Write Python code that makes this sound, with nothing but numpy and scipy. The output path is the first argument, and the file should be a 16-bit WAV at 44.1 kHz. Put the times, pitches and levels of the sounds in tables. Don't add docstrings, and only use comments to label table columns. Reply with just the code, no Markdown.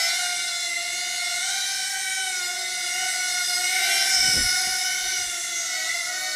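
import sys
import numpy as np
from scipy import signal
from scipy.fft import rfft, irfft, next_fast_len
from scipy.io import wavfile
from scipy.ndimage import uniform_filter1d, map_coordinates

SR = 44100
rng = np.random.default_rng(int(sys.argv[2]) if len(sys.argv) > 2 else 0)


def makeup_ratio(level_db):
    decades = np.asarray(level_db, float) / 20
    return 10 ** decades


def transcribe(signal):
    frames = np.atleast_2d(signal).T
    limited = np.clip(frames, -1, 1)
    pcm = np.round(limited * 32767).astype(np.int16)
    wavfile.write(sys.argv[1], SR, pcm)


N = 280035
CONTROL_STEP = 128


def unit(x):
    return x / np.sqrt(np.mean(x ** 2) + 1e-20)


def along(points, hz):
    f, values = np.transpose(points)
    return np.interp(np.log(hz + 1), np.log(f + 1), values)


def curves(rows):
    seconds, *columns = np.transpose(rows)
    return [np.interp(np.arange(N) / SR, seconds, column) for column in columns]


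def fine(coarse):
    return np.interp(np.arange(N), np.arange(0, N + CONTROL_STEP, CONTROL_STEP), coarse)


def wobble(rate_hz, depth_db=None):
    coarse = np.arange(0, N + CONTROL_STEP, CONTROL_STEP)
    curve = map_coordinates(rng.standard_normal(400), [coarse * rate_hz / SR])
    if depth_db is None:
        return curve
    return makeup_ratio(depth_db * curve)


def filtered(x, response):
    size = next_fast_len(N + SR // 2)
    hz = np.fft.rfftfreq(size, 1 / SR)
    return irfft(rfft(x, size) * response(hz), size)[..., :N]


def noise(spectrum):
    return unit(filtered(rng.standard_normal(N), lambda hz: makeup_ratio(along(spectrum, hz))))


# order [shaft turns], level [dB]
SHAFT_LINES = [(1, -18.5), (2, -2), (3, -19.5), (4, 3.5), (5, -16), (6, 1), (7, -18.5), (8, -2), (9, -28.5),
               (10, -4), (11, -17.5), (12, -9), (13, -40), (14, -3.5), (15, -20), (16, -4.5), (17, -12),
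               (18, -6), (19, -18), (20, -11), (21, -22.5), (22, -9), (23, -14), (24, -16.5), (26, -17),
               (28, -16.5), (30, -22.5), (32, -20.5)]
# f [Hz], level [dB per Hz]
BLADE_HISS = [(1470, -34), (2500, -12.5), (2870, -4), (3120, -8.5), (3660, -1.5), (4240, -4), (4570, -9),
              (5710, 1.5), (7070, -12), (8180, -3), (9100, -10), (10400, -4.5), (11100, -14.5),
              (12400, -13.5), (15500, -29)]


def rotor(table, flutter_hz, fade_db, break_db, hiss_db, chop):
    blade_hz, facing_db = curves(table)
    blade_hz = uniform_filter1d(blade_hz, size=2500)
    blade_hz = blade_hz + flutter_hz * fine(wobble(22) + 1.2 * wobble(6))
    shaft_phase = np.pi * np.cumsum(blade_hz) / SR
    lines = np.zeros(N)
    for order, level_db in SHAFT_LINES:
        fading = wobble(3, fade_db)
        breaking = wobble(18, break_db * min(order / 12, 1))
        tone = np.sin(order * shaft_phase + 2 * np.pi * rng.random())
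        lines += fine(makeup_ratio(level_db) * fading * breaking) * tone
    chopped = 1 + chop * np.cos(2 * shaft_phase)
    return makeup_ratio(facing_db) * lines + makeup_ratio(hiss_db) * noise(BLADE_HISS) * chopped


# f [Hz], width [Hz], level [dB]
FRAME_MODE = [
    (1926, 264, -3.5),
]


def frame(motors):
    def mode(hz):
        total = 0
        for centre_hz, width_hz, level_db in FRAME_MODE:
            damping = hz * width_hz
            total = total + makeup_ratio(level_db) * (damping / np.hypot(centre_hz ** 2 - hz ** 2, damping)) ** 2
        return total

    rattle = unit(filtered(rng.standard_normal(N), mode))
    return makeup_ratio(0.5) * fine(wobble(15, 1.505)) * rattle + makeup_ratio(17.5) * filtered(motors, mode)


# f [Hz], t60 [s]
WALL_DECAY = [
    (300, 0.69),
    (2000, 0.65),
    (10000, 0.23),
]


def room(x, wet_db):
    hz, t, grains = signal.stft(rng.standard_normal(SR // 2), SR, nperseg=256)
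    decay = makeup_ratio(-60 * t / along(WALL_DECAY, hz)[:, None])
    tail = signal.istft(grains * decay, SR, nperseg=256)[1]
    return x + makeup_ratio(wet_db) * signal.fftconvolve(x, tail / np.linalg.norm(tail))[:N]


# t [s], nearness [dB], bed-bounce lift f [Hz], lift level [dB],
# turned away [0-1]
FLIGHT_PATH = [(0, 1, 4120, 3, .5), (0.501, -1.5, 3950, 5, 0.5), (1.3, 0, 4310, 6, 0),
               (1.6, 1, 4035, 4, 0.39), (2, 0.5, 4830, -0.2, 0), (2.55, -1, 5200, -1.7, .1),
               (3.05, 1, 5436, -1.5, 0.01), (3.55, 2.5, 5794, -0.5, 0), (3.9, 4, 5520, 4.5, 0),
               (4.35, 5, 5300, 11.5, 0.33), (4.75, 2.5, 4947, 3.5, 0.7), (5, 1, 6074, 3.5, 1),
               (5.5, -0.5, 6400, 6, 0.65), (5.8, -1, 6660, 4.5, 0.59), (6.35, -2.5, 6475, -0.5, 0.82)]


def bounced(x, low_width, high_width, patchy_db):
    upper_hz, facing_db, lost_when_away_db = 8360, 5, 8.5
    brighter_db = 0.6
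    hz, t, z = signal.stft(x, SR, nperseg=512)
    hz = hz[:, None]
    seconds, *columns = np.transpose(FLIGHT_PATH)
    near_db, low_hz, low_db, away = (np.interp(t, seconds, column) for column in columns)

    def bump(centre_hz, width):
        return np.exp(-(np.log((hz + 1) / centre_hz) / width) ** 2)

    low_lift_db = low_db * bump(low_hz, low_width)
    high_lift_db = (facing_db - lost_when_away_db * away) * bump(upper_hz, high_width)
    air_db = brighter_db * near_db * np.log2(np.maximum(hz / upper_hz, 1))
    patches = uniform_filter1d(rng.standard_normal(z.shape), size=12, axis=0)
    patches = unit(uniform_filter1d(patches, size=50, axis=1))
    patches_db = patchy_db * patches * (1 + hz / upper_hz)
    colour_db = low_lift_db + high_lift_db + air_db + patches_db
    return signal.istft(z * makeup_ratio(colour_db), SR, nperseg=512)[1][:N]


# t [s], blade-pass f [Hz], level towards microphone [dB]
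FRONT_LEFT_ROTOR = [(0, 794, 1), (.3, 778, -4), (.47, 737.3, 2.5), (.76, 709.7, -2.5), (1.08, 742.3, -0.5),
                    (1.38, 733, -2.5), (1.5, 784.7, 1), (2.2, 793, -5), (2.6, 747, -8), (2.92, 723.4, 1),
                    (3.01, 742, 4), (3.58, 719, 0), (3.92, 788.2, -2), (4.4, 741.9, -1), (5.08, 760.7, -1),
                    (5.4, 722.8, -6), (5.82, 751.5, 1.5), (6.2, 678, -7.5)]
FRONT_RIGHT_ROTOR = [(0, 745.6, 4.5), (.18, 744.6, -0.5), (0.421, 697.7, 0), (.68, 698, -5.5),
                     (1.349, 715.8, -3), (1.62, 787.2, -0.5), (1.881, 760.8, -2.5), (2.2, 772.3, 1),
                     (2.43, 710.3, 3.5), (2.63, 742.3, 4), (2.93, 706.6, -1), (3.12, 736, -1.5),
                     (3.55, 712.6, -1.5), (3.95, 771.5, 0.5), (4.55, 725.9, -2.5), (5.62, 703, -4.5),
                     (5.81, 734.7, 1), (6.18, 616.7, -2)]
REAR_LEFT_ROTOR = [(0, 680.4, -10.5), (.23, 713.3, -5.5), (0.482, 687.2, 0.5), (.85, 692, 3),
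                   (0.978, 717.5, 2.5), (1.38, 708.8, -2.5), (1.62, 773, -14), (2.22, 755.5, -6.5),
                   (2.64, 688, -4.5), (2.96, 714.3, -3), (3.5, 712, -2.5), (4.349, 736.3, -9.5),
                   (4.6, 719, -5), (5.08, 740.2, 3), (5.46, 678.8, -1.5), (5.79, 728, -7.5),
                   (5.96, 692.6, -9), (6.2, 741, 4.5)]
REAR_RIGHT_ROTOR = [(0, 667.3, 0.5), (0.199, 713.7, 7), (0.729, 680.8, -3.5), (1.33, 697.2, 2),
                    (1.6, 731.6, -1), (1.92, 756.3, -1.5), (2.21, 753.2, 2), (2.64, 681.8, -0.5),
                    (2.94, 697.4, -2), (3.08, 681.4, -5.5), (3.679, 717, -3.5), (3.96, 685.4, 1),
                    (4.26, 728.2, -3.5), (4.4, 702, -6), (4.8, 716, -7), (5.62, 678.2, -2),
                    (5.82, 643.2, 0), (6.16, 746.5, 5)]
# f [Hz], level [dB per Hz]
AIRFLOW_HUM = [(250, -12), (450, -6.5), (1000, -4.5), (1500, 0.5), (2500, 2), (3200, -6.5), (4500, -42)]
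REGION_EDGES = [
    520,
    1000,
    1700,
    3300,
]
REGION_LEVEL = [
    -58.5,
    -41.5,
    -39.5,
    -34,
    -28.5,
]
REGION_GROWTH = [0.57, 0.9, 1.4, 1.67, 1.11]
REGION_SWING = [-0.15, 0.26, -1.03, .8, -0.033]
# t [s], bank [dB], dip [dB]
CRAFT_ATTITUDE = [(0, 2, -3), (.45, 0, 0.5), (.85, 4, 1), (1.3, 2, -5), (1.6, -2.5, -5), (1.9, -1, -10),
                  (2.1, 4, -1), (2.6, -2, 8.5), (3, 1.5, 2), (3.5, -3.5, 2), (3.7, 4.5, 5), (4.1, 0.5, 3.5),
                  (4.5, -3, 4.5), (4.9, -1, 0), (5.25, 0, 7), (5.8, 1, 0.5), (6.2, -3.5, 0.5)]


def drone():
    motors = np.zeros(N)
    for table in (FRONT_LEFT_ROTOR, FRONT_RIGHT_ROTOR, REAR_LEFT_ROTOR, REAR_RIGHT_ROTOR):
        motors += rotor(table, flutter_hz=1.8, fade_db=2, break_db=3, hiss_db=-2.5, chop=0.3)
    craft = room(motors + frame(motors), wet_db=-6)
    craft = bounced(craft, low_width=0.11, high_width=0.059, patchy_db=0.87)

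    below = [filtered(craft, lambda hz: 1 / (1 + (hz / edge) ** 12)) for edge in REGION_EDGES]
    regions = np.diff([0 * craft, *below, craft], axis=0)
    near_db = curves(FLIGHT_PATH)[0]
    bank_db, dip_db = curves(CRAFT_ATTITUDE)
    heard_db = np.outer(REGION_GROWTH, near_db) + np.outer(REGION_SWING, bank_db) + np.c_[REGION_LEVEL]
    heard_db[0] += dip_db
    mix = makeup_ratio(heard_db[-1] - 21.5) * noise(AIRFLOW_HUM)
    for level_db, region in zip(heard_db, regions):
        mix = mix + makeup_ratio(level_db) * unit(region)
    return mix


def switching():
    start_hz, sag_hz_per_s = 7402, 2.5
    facing_db, behind_db, octave_db = -52, 10, -19
    away = curves(FLIGHT_PATH)[3]
    hz = start_hz - sag_hz_per_s * np.arange(N) / SR + 4 * fine(wobble(8.7))
    phase = 2 * np.pi * np.cumsum(hz) / SR
    whistle = np.sin(phase) + makeup_ratio(octave_db) * np.sin(2 * phase)
    return np.sqrt(2) * makeup_ratio(facing_db + behind_db * away) * fine(wobble(5, 2.5)) * whistle


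# f [Hz], level [dB per Hz]
FLOOR_SPECTRUM = [(12, -38), (20, -4), (90, -1), (277, -3), (364, -3), (421, -12), (620, -16), (810, -34),
                  (1360, -120)]


def quiet_room():
    return makeup_ratio(-63) * noise(FLOOR_SPECTRUM)


# f [Hz], level [dB per Hz]
THUD_SPECTRUM = [
    (12, -24),
    (25, 0),
    (90, -2.5),
    (140, -16),
    (300, -52),
]
# f [Hz], level [dB per Hz]
FLAP_SPECTRUM = [(60, -46), (120, 0.5), (260, 0), (500, -8.5), (900, -16.5), (1800, -57)]
# t [s], spread [s], thud level [dB], flap level [dB]
DOWNWASH_GUSTS = [(4.14, .025, -67, -58), (4.2, 0.028, -45, -48), (4.245, 0.021, -51, -46),
                  (4.29, 0.024, -42.5, -41), (4.345, .025, -54, -38), (4.39, .03, -35.5, -35.5),
                  (4.45, 0.034, -37, -52), (4.53, 0.048, -56, -54), (4.67, 0.027, -48, -47.5),
                  (4.74, 0.061, -56, -59), (5.07, 0.046, -56, -64), (5.21, 0.033, -54, -66),
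                  (5.29, 0.019, -51, -64)]


def downwash():
    t = np.arange(N) / SR
    centre_s, spread_s, thud_db, flap_db = np.transpose(DOWNWASH_GUSTS)
    swells = np.exp(-((t[:, None] - centre_s) / spread_s) ** 2)
    lumps = fine(wobble(55, 2))
    thuds = swells @ makeup_ratio(thud_db) * unit(lumps * noise(THUD_SPECTRUM))
    flaps = swells @ makeup_ratio(flap_db) * unit(lumps * noise(FLAP_SPECTRUM))
    return thuds + flaps


def scene():
    mono = drone() + switching() + quiet_room() + downwash()
    return np.array([mono, mono])


def low_pass(x):
    return signal.sosfilt(signal.butter(12, 15690, fs=SR, output="sos"), x)


def record(dry):
    limited = filtered(dry, lambda hz: hz < 15690)
    return low_pass(limited)


dry = scene()
out = record(dry)
transcribe(out)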